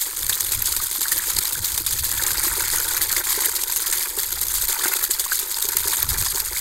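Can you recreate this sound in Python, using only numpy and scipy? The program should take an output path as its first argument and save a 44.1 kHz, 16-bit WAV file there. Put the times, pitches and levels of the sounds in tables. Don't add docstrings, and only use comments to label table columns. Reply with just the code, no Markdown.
import sys
import numpy as np
from scipy import signal
from scipy.fft import rfft, irfft
from scipy.io import wavfile
from scipy.ndimage import uniform_filter1d

SR = 44100
rng = np.random.default_rng(int(sys.argv[2]) if len(sys.argv) > 2 else 0)


def transcribe(signal):
    frames = np.atleast_2d(signal).T
    limited = np.clip(frames, -1, 1)
    pcm = np.round(limited * 32767).astype(np.int16)
    wavfile.write(sys.argv[1], SR, pcm)


N = 291456
TIME = np.arange(N) / SR
EDGE_HZ = 15800

# (time of the peak [s], half length [s], relative rumble [dB], relative eddies [dB])
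GUSTS = [(0.282, .05, -44, -41), (0.566, 0.078, -41.5, -38), (0.78, 0.069, -43, -45),
         (1.196, 0.065, -51, -48), (1.377, .04, -42.5, -43), (1.595, 0.046, -45, -38.5),
         (1.958, 0.2, -45, -38), (2.493, 0.26, -44, -43), (2.998, 0.27, -46.5, -48),
         (4.4, 0.12, -46.5, -47.5), (4.624, 0.068, -39.5, -52), (5.823, 0.097, -45, -46.5),
         (6.146, 0.078, -38, -31), (6.42, 0.19, -45.5, -47.5)]
# (frequency [Hz], relative level [dB])
RUMBLE_COLOUR = [(10, -1.5), (55, -2), (80, -18), (1200, -77)]
# (frequency [Hz], relative level [dB])
EDDY_COLOUR = [(30, -20), (58, 1.5), (100, -1), (160, -11), (260, -23), (1200, -69)]
# (time [s], level [dB])
FLOW = [(0, -3.5), (0.22, -5), (0.34, -3.5), (0.95, -4.5), (1.22, -1.5), (1.5, -3), (1.97, -6.5), (2.24, 2),
        (3.46, 1.5), (3.64, -3), (3.96, -.5), (4.3, -4), (4.62, -3.5), (4.85, 5.5), (5.12, -4),
        (5.55, -3.5), (5.94, 1), (6.6, -3)]
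# (time of the middle [s], half length [s])
BREAKS = [(0.118, 0.064), (1.61, 0.017), (1.83, 0.012), (3.062, 0.024), (3.227, 0.016), (3.664, 0.019),
          (4.122, 0.032), (4.289, 0.033), (5.085, 0.016), (5.235, 0.012), (5.461, 0.023), (5.682, 0.015),
          (6.06, 0.027), (6.441, 0.019), (6.515, 0.025)]
# (time [s], relative level [dB], length [s])
SPLASHES = [(0.009, -19.5, 0.028), (0.229, -16, 0.0039), (0.264, -16, 0.0048), (0.293, -16, 0.013),
            (0.33, -14, 0.0045), (0.405, -12.5, 0.0056), (0.518, -17.5, 0.016), (0.651, -21, 0.053),
            (0.72, -17, 0.01), (0.764, -14, 0.0056), (1.007, -16, 0.014), (1.082, -13.5, 0.0041),
            (1.118, -14.5, .018), (1.302, -15, 0.0059), (1.362, -17, 0.0083), (1.386, -8.5, 0.0046),
            (1.452, -18.5, .005), (1.523, -16.5, 0.012), (1.646, -22.5, 0.023), (1.775, -17, 0.014),
            (1.863, -17, 0.016), (1.907, -18, .007), (1.924, -18.5, 0.018), (2.035, -21.5, 0.04),
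            (2.263, -19.5, 0.0083), (2.429, -19, 0.043), (2.725, -25, 0.037), (3.011, -18, 0.041),
            (3.164, -21.5, 0.04), (3.24, -26, .006), (3.289, -20.5, 0.06), (3.634, -14, 0.0051),
            (3.76, -18, 0.019), (3.859, -18, 0.017), (3.925, -17.5, 0.016), (4.232, -11, 0.0041),
            (4.413, -16, 0.0096), (4.539, -21.5, 0.046), (4.62, -18, 0.011), (4.682, -20, 0.036),
            (5.039, -14, .006), (5.107, -14, 0.0079), (5.195, -16, 0.012), (5.32, -23, 0.017),
            (5.39, -18, 0.018), (5.621, -18, 0.014), (5.687, -13.5, .007), (5.768, -8, 0.0041),
            (6.027, -11.5, 0.0052), (6.089, -18.5, 0.01), (6.181, -14.5, 0.0064), (6.399, -18.5, 0.011)]
# (frequency [Hz], width [Hz], relative level [dB])
AIR_MODES = [(334, 37, 2.5), (364, 84, 6), (457, 53, 0), (547, 93, 0), (920, 150, -28.5)]
# (frequency [Hz], relative level [dB])
HOLLOW_COLOUR = [(200, -16.5), (275, -14.5), (325, -1), (540, -1), (690, -9.5), (920, 11.5), (2000, -33)]
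# (time [s], relative level [dB], pitch [Hz])
GLUGS = [(0.986, -36, 322), (1.385, -36, 364), (1.804, -34, 327), (2.468, -29, 345), (2.58, -32, 435),
         (3.028, -36, 354), (3.376, -25.5, 412), (3.482, -30, 440), (4.175, -27.5, 407), (4.857, -25, 356),
         (5.095, -32.5, 384), (5.429, -34, 390), (5.648, -29.5, 410), (5.752, -32.5, 394),
         (5.855, -29, 399), (6.35, -33, 400)]
# (time [s], relative level [dB], pitch [Hz])
BUBBLES = [(0.296, -24, 1750), (0.328, -15.5, 3670), (0.737, -30, 1400), (0.8, -29.5, 1190),
           (1.056, -20.5, 1610), (1.119, -21, 1860), (1.196, -24.5, 1800), (1.367, -14, 4500),
           (1.555, -26.5, 1580), (1.644, -16, 4520), (2.196, -23, 1710), (2.381, -15, 4770),
           (2.607, -23.5, 1600), (2.736, -24.5, 1950), (3.012, -23.5, 1980), (3.166, -16.5, 2080),
           (5.139, -18, 4940), (5.262, -27.5, 1100), (5.319, -16, 1570), (5.544, -15.5, 4800),
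           (6.565, -23.5, 2180)]
# (frequency [Hz], relative level [dB])
POOL_COLOUR = [(200, -42), (400, -28), (690, -5), (920, 1.5), (1150, -3), (1550, 1.5), (2250, -3.5),
               (2700, -9.5), (4500, -34)]
# (frequency [Hz], relative level [dB])
SPRAY_COLOUR = [(250, -17), (700, -23), (950, -11.5), (2000, -7.5), (2800, -16), (3500, -7), (4800, -4.5),
                (5800, -11), (6400, -2), (9300, -1), (10700, -6), (12200, 2.5), (14300, -9), (16000, -5.5)]

CALM_DB, CALM_EDDIES_DB = -52, -62
SPRAY_DB, SPRAY_GROWTH = -23, 0.25
POOL_DB, POOL_GROWTH = -36, 1.4
HOLLOW_DB, HOLLOW_GROWTH = -44.5, 1
LUMPS_PER_S, LUMP_DB, LUMP_SPREAD_DB, LUMP_S = 16, -19, -1, 0.0054
NECK_DB, NECK_LEAD_S, NECK_S = -2, 0.011, 0.011
NECK_HEALING = 0.082
BREAK_DB = -6.5
FILL_RISE = 0.061


def amp(db):
    return 10 ** (np.asarray(db) / 20)


def unit(x):
    return x / np.sqrt(np.mean(x ** 2) + 1e-20)


def add(mix, s, sound):
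    part = mix[max(round(s * SR), 0):][:len(sound)]
    part += sound[:len(part)]


def hump(s, half_s):
    return np.exp(-np.minimum(((TIME - s) / half_s) ** 2, 20))


def colour(x, points, size=4096):
    hz, db = np.transpose(points)
    grid_hz = abs(np.fft.fftfreq(size, 1 / SR))
    level_db = np.interp(np.log(grid_hz + 1), np.log(hz), db)
    log_gain = np.log(amp(level_db))
    taps = np.fft.ifft(np.exp(np.conj(signal.hilbert(log_gain)))).real
    return unit(signal.oaconvolve(x, taps)[:N])


def flutter(top_hz):
    hz = np.fft.rfftfreq(N, 1 / SR)
    spectrum = rfft(rng.standard_normal(N)) * np.exp(-(hz / top_hz) ** 2)
    return unit(irfft(spectrum, N))


def clumps(depth_db, top_hz):
    return unit(amp(depth_db * np.minimum(flutter(top_hz), 2)))


def shared(x, span_s):
    size = max(int(span_s * SR), 1)
    power = uniform_filter1d(uniform_filter1d(x ** 2, size), size)
    return x / np.sqrt(abs(power) + 1e-12)


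def impacts(per_s, spread_db):
    size = amp(spread_db * np.minimum(rng.exponential(1, N), 4))
    sign = rng.choice([-1, 1], N)
    return size * sign * (rng.random(N) < per_s / SR)


def bubble(hz, cycles, rise, swell):
    age = np.arange(int(6 * cycles * SR / hz) + 2) * hz / SR
    envelope = (1 - np.exp(-age / swell)) * np.exp(-age / cycles)
    tone = np.sin(2 * np.pi * age * (1 + rise * age / cycles / 2))
    return envelope / envelope.max() * tone


def swarm(pitches, per_s, spread_db, cycles, rise, swell):
    out = np.zeros(N)
    for hz in pitches:
        ring = bubble(hz, cycles * rng.uniform(.6, 1.4), rise, swell)
        births = impacts(per_s / len(pitches), spread_db)
        out += unit(signal.oaconvolve(births, ring)[:N])
    return unit(out)


def walls(x, wet_db, t60, count=60):
    t, out = np.arange(SR // 20) / SR, x.copy()
    turn = 2 * np.pi * TIME + flutter(top_hz=17.6)
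    for share in (np.sin(turn), np.cos(turn)):
        late = np.arange(len(t)) > count
        taps = rng.standard_normal(len(t)) * amp(-60 * t / t60) * late
        out += amp(wet_db) * signal.oaconvolve(x * share, taps / np.linalg.norm(taps))[:N]
    return out / np.hypot(1, amp(wet_db))


def breeze(rumble_db=3.5, buffet_db=1.0, lump_db=3.5):
    deep_power = np.full(N, amp(CALM_DB) ** 2)
    eddy_power = np.full(N, amp(CALM_EDDIES_DB) ** 2)
    for s, half_s, deep_db, eddies_db in GUSTS:
        gust = hump(s, half_s)
        deep_power += gust * amp(deep_db) ** 2
        eddy_power += gust * amp(eddies_db) ** 2
    rumble = colour(rng.standard_normal(N), RUMBLE_COLOUR, size=16384)
    eddies = colour(rng.standard_normal(N), EDDY_COLOUR, size=16384)
    eddies = shared(eddies * clumps(lump_db, top_hz=22), span_s=0.2)
    return amp(rumble_db) * np.sqrt(deep_power) * rumble + amp(buffet_db) * np.sqrt(eddy_power) * eddies


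def flow():
    return np.interp(TIME, *np.transpose(FLOW))


def unbroken():
    return amp(BREAK_DB * sum(hump(s, half_s) for s, half_s in BREAKS))


def continuity(waver_db=1.5):
    necks = sum(hump(s - NECK_LEAD_S, NECK_S) for s, db, length in SPLASHES)
    neck_db = NECK_DB * necks * np.exp(-NECK_HEALING * flow())
    return amp(neck_db) * clumps(waver_db, top_hz=30)


def small_lumps():
    draws = rng.uniform(-1, 1, (200, 3))
    times = (np.arange(len(draws)) + .5 + .5 * draws[:, 0]) / LUMPS_PER_S
    stretch = 2 ** draws[:, 1]
    levels = LUMP_DB + LUMP_SPREAD_DB * draws[:, 2] - 10 * np.log10(stretch)
    big = np.transpose(SPLASHES)[0]
    clear_of_big = abs(times[:, None] - big).min(1) > .5 / LUMPS_PER_S
    return np.transpose([times, levels, LUMP_S * stretch])[clear_of_big & (times < N / SR)]


def splash_force(landings, attack_s=0.00073):
    power, t = np.zeros(N), np.arange(SR // 5) / SR
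    for s, db, length in landings:
        blow = amp(db) * (1 - np.exp(-t / attack_s)) * np.exp(-(t / length) ** 2)
        add(power, s, blow ** 2)
    return np.sqrt(power)


def hollow(force, steady_db=-23, clump_db=4.5, count=5):
    strength = np.hypot(force, amp(steady_db)) * clumps(clump_db, top_hz=30)
    blows = impacts(per_s=450, spread_db=2.5) * strength
    t, rung = np.arange(SR // 8) / SR, np.zeros(N)
    stages = np.linspace(0, TIME[-1], count)
    for s in stages:
        pitch = 2 ** (FILL_RISE * (s - TIME.mean()))
        ring = np.zeros(len(t))
        for hz, width, db in AIR_MODES:
            decay = np.sqrt(width) * np.exp(-np.pi * width * t)
            ring += amp(db) * decay * np.cos(2 * np.pi * hz * pitch * t)
        fade = np.maximum(1 - abs(TIME - s) / stages[1], 0)
        rung += signal.oaconvolve(blows * fade, ring)[:N]
    air = shared(colour(rung, HOLLOW_COLOUR), span_s=0.17)
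    return amp(HOLLOW_DB + HOLLOW_GROWTH * flow()) * air


def plops(rows, level_db, cycles, rise, swell):
    out = np.zeros(N)
    for s, db, hz in rows:
        add(out, s, amp(db + level_db) * bubble(hz / (1 + rise), cycles, rise, swell))
    return out


def pool(force, stream, clump_db=6.5, froth_db=-8, plip_db=-4, lump_db=-21):
    crowd = swarm(np.linspace(850, 2700, num=22), per_s=1000, spread_db=2.6, cycles=2.7, rise=.08, swell=.6)
    plips = swarm(np.linspace(1000, 2200, num=10), per_s=60, spread_db=1.5, cycles=2, rise=.1, swell=1)
    froth = amp(froth_db) * rng.standard_normal(N)
    churn = (crowd + froth) * clumps(clump_db, top_hz=81.4) + amp(plip_db) * plips
    churn = colour(walls(churn, wet_db=-6, t60=.05), POOL_COLOUR)
    running = amp(POOL_DB + POOL_GROWTH * flow()) * np.sqrt(stream)
    return np.hypot(running, amp(lump_db) * force) * shared(churn, span_s=0.1)


def fizz(per_s=1400, spread_db=3.5, cycles=5, patch_db=3):
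    out = np.zeros(N)
    for pitches in np.split(np.geomspace(2700, 15900, num=30), 5):
        bubbles = swarm(pitches, per_s, spread_db, cycles, rise=0.045, swell=3.0)
        out += np.sqrt(pitches.mean()) * bubbles * clumps(patch_db, top_hz=167)
    return unit(out)


def spray(force, stream, splash_db=1.06, clump_db=3.0, burst_db=3, tick_db=-1.5, tinkle_db=-10, mist_db=-11):
    ticks = unit(impacts(per_s=4500, spread_db=3.0))
    tinkles = swarm(np.geomspace(2100, 5200, num=14), per_s=110, spread_db=2, cycles=8, rise=.05, swell=1)
    mist = rng.standard_normal(N)
    grains = fizz() + amp(tick_db) * ticks + amp(tinkle_db) * tinkles + amp(mist_db) * mist
    grains = colour(walls(grains, wet_db=-16, t60=0.04), SPRAY_COLOUR)
    steady = shared(grains * clumps(clump_db, top_hz=153), span_s=0.24)
    running = amp(SPRAY_DB + SPRAY_GROWTH * flow()) * stream * steady
    thrown = np.roll(grains, SR)
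    thrown = shared(thrown * clumps(burst_db, top_hz=310), span_s=0.0092)
    return running + amp(splash_db) * force * thrown


def scene():
    whole = unbroken()
    force = np.hypot(splash_force(SPLASHES), whole * splash_force(small_lumps()))
    stream = whole * continuity()
    glugs = plops(GLUGS, level_db=1.5, cycles=2.9, rise=0.0086, swell=0.29)
    rings = plops(BUBBLES, level_db=4.5, cycles=3.7, rise=0.079, swell=0.74)
    rings = walls(rings, wet_db=-8, t60=0.055)
    mix = breeze() + hollow(force) + glugs + rings + pool(force, stream) + spray(force, stream)
    return mix[None]


def record(dry):
    rounded = dry / (1 + (dry / .85) ** 6) ** (1 / 6)
    low_pass = signal.firwin(601, EDGE_HZ, window=("kaiser", 9), fs=SR)
    return signal.oaconvolve(rounded, low_pass[None], "same")


dry = scene()
out = record(dry)
transcribe(out)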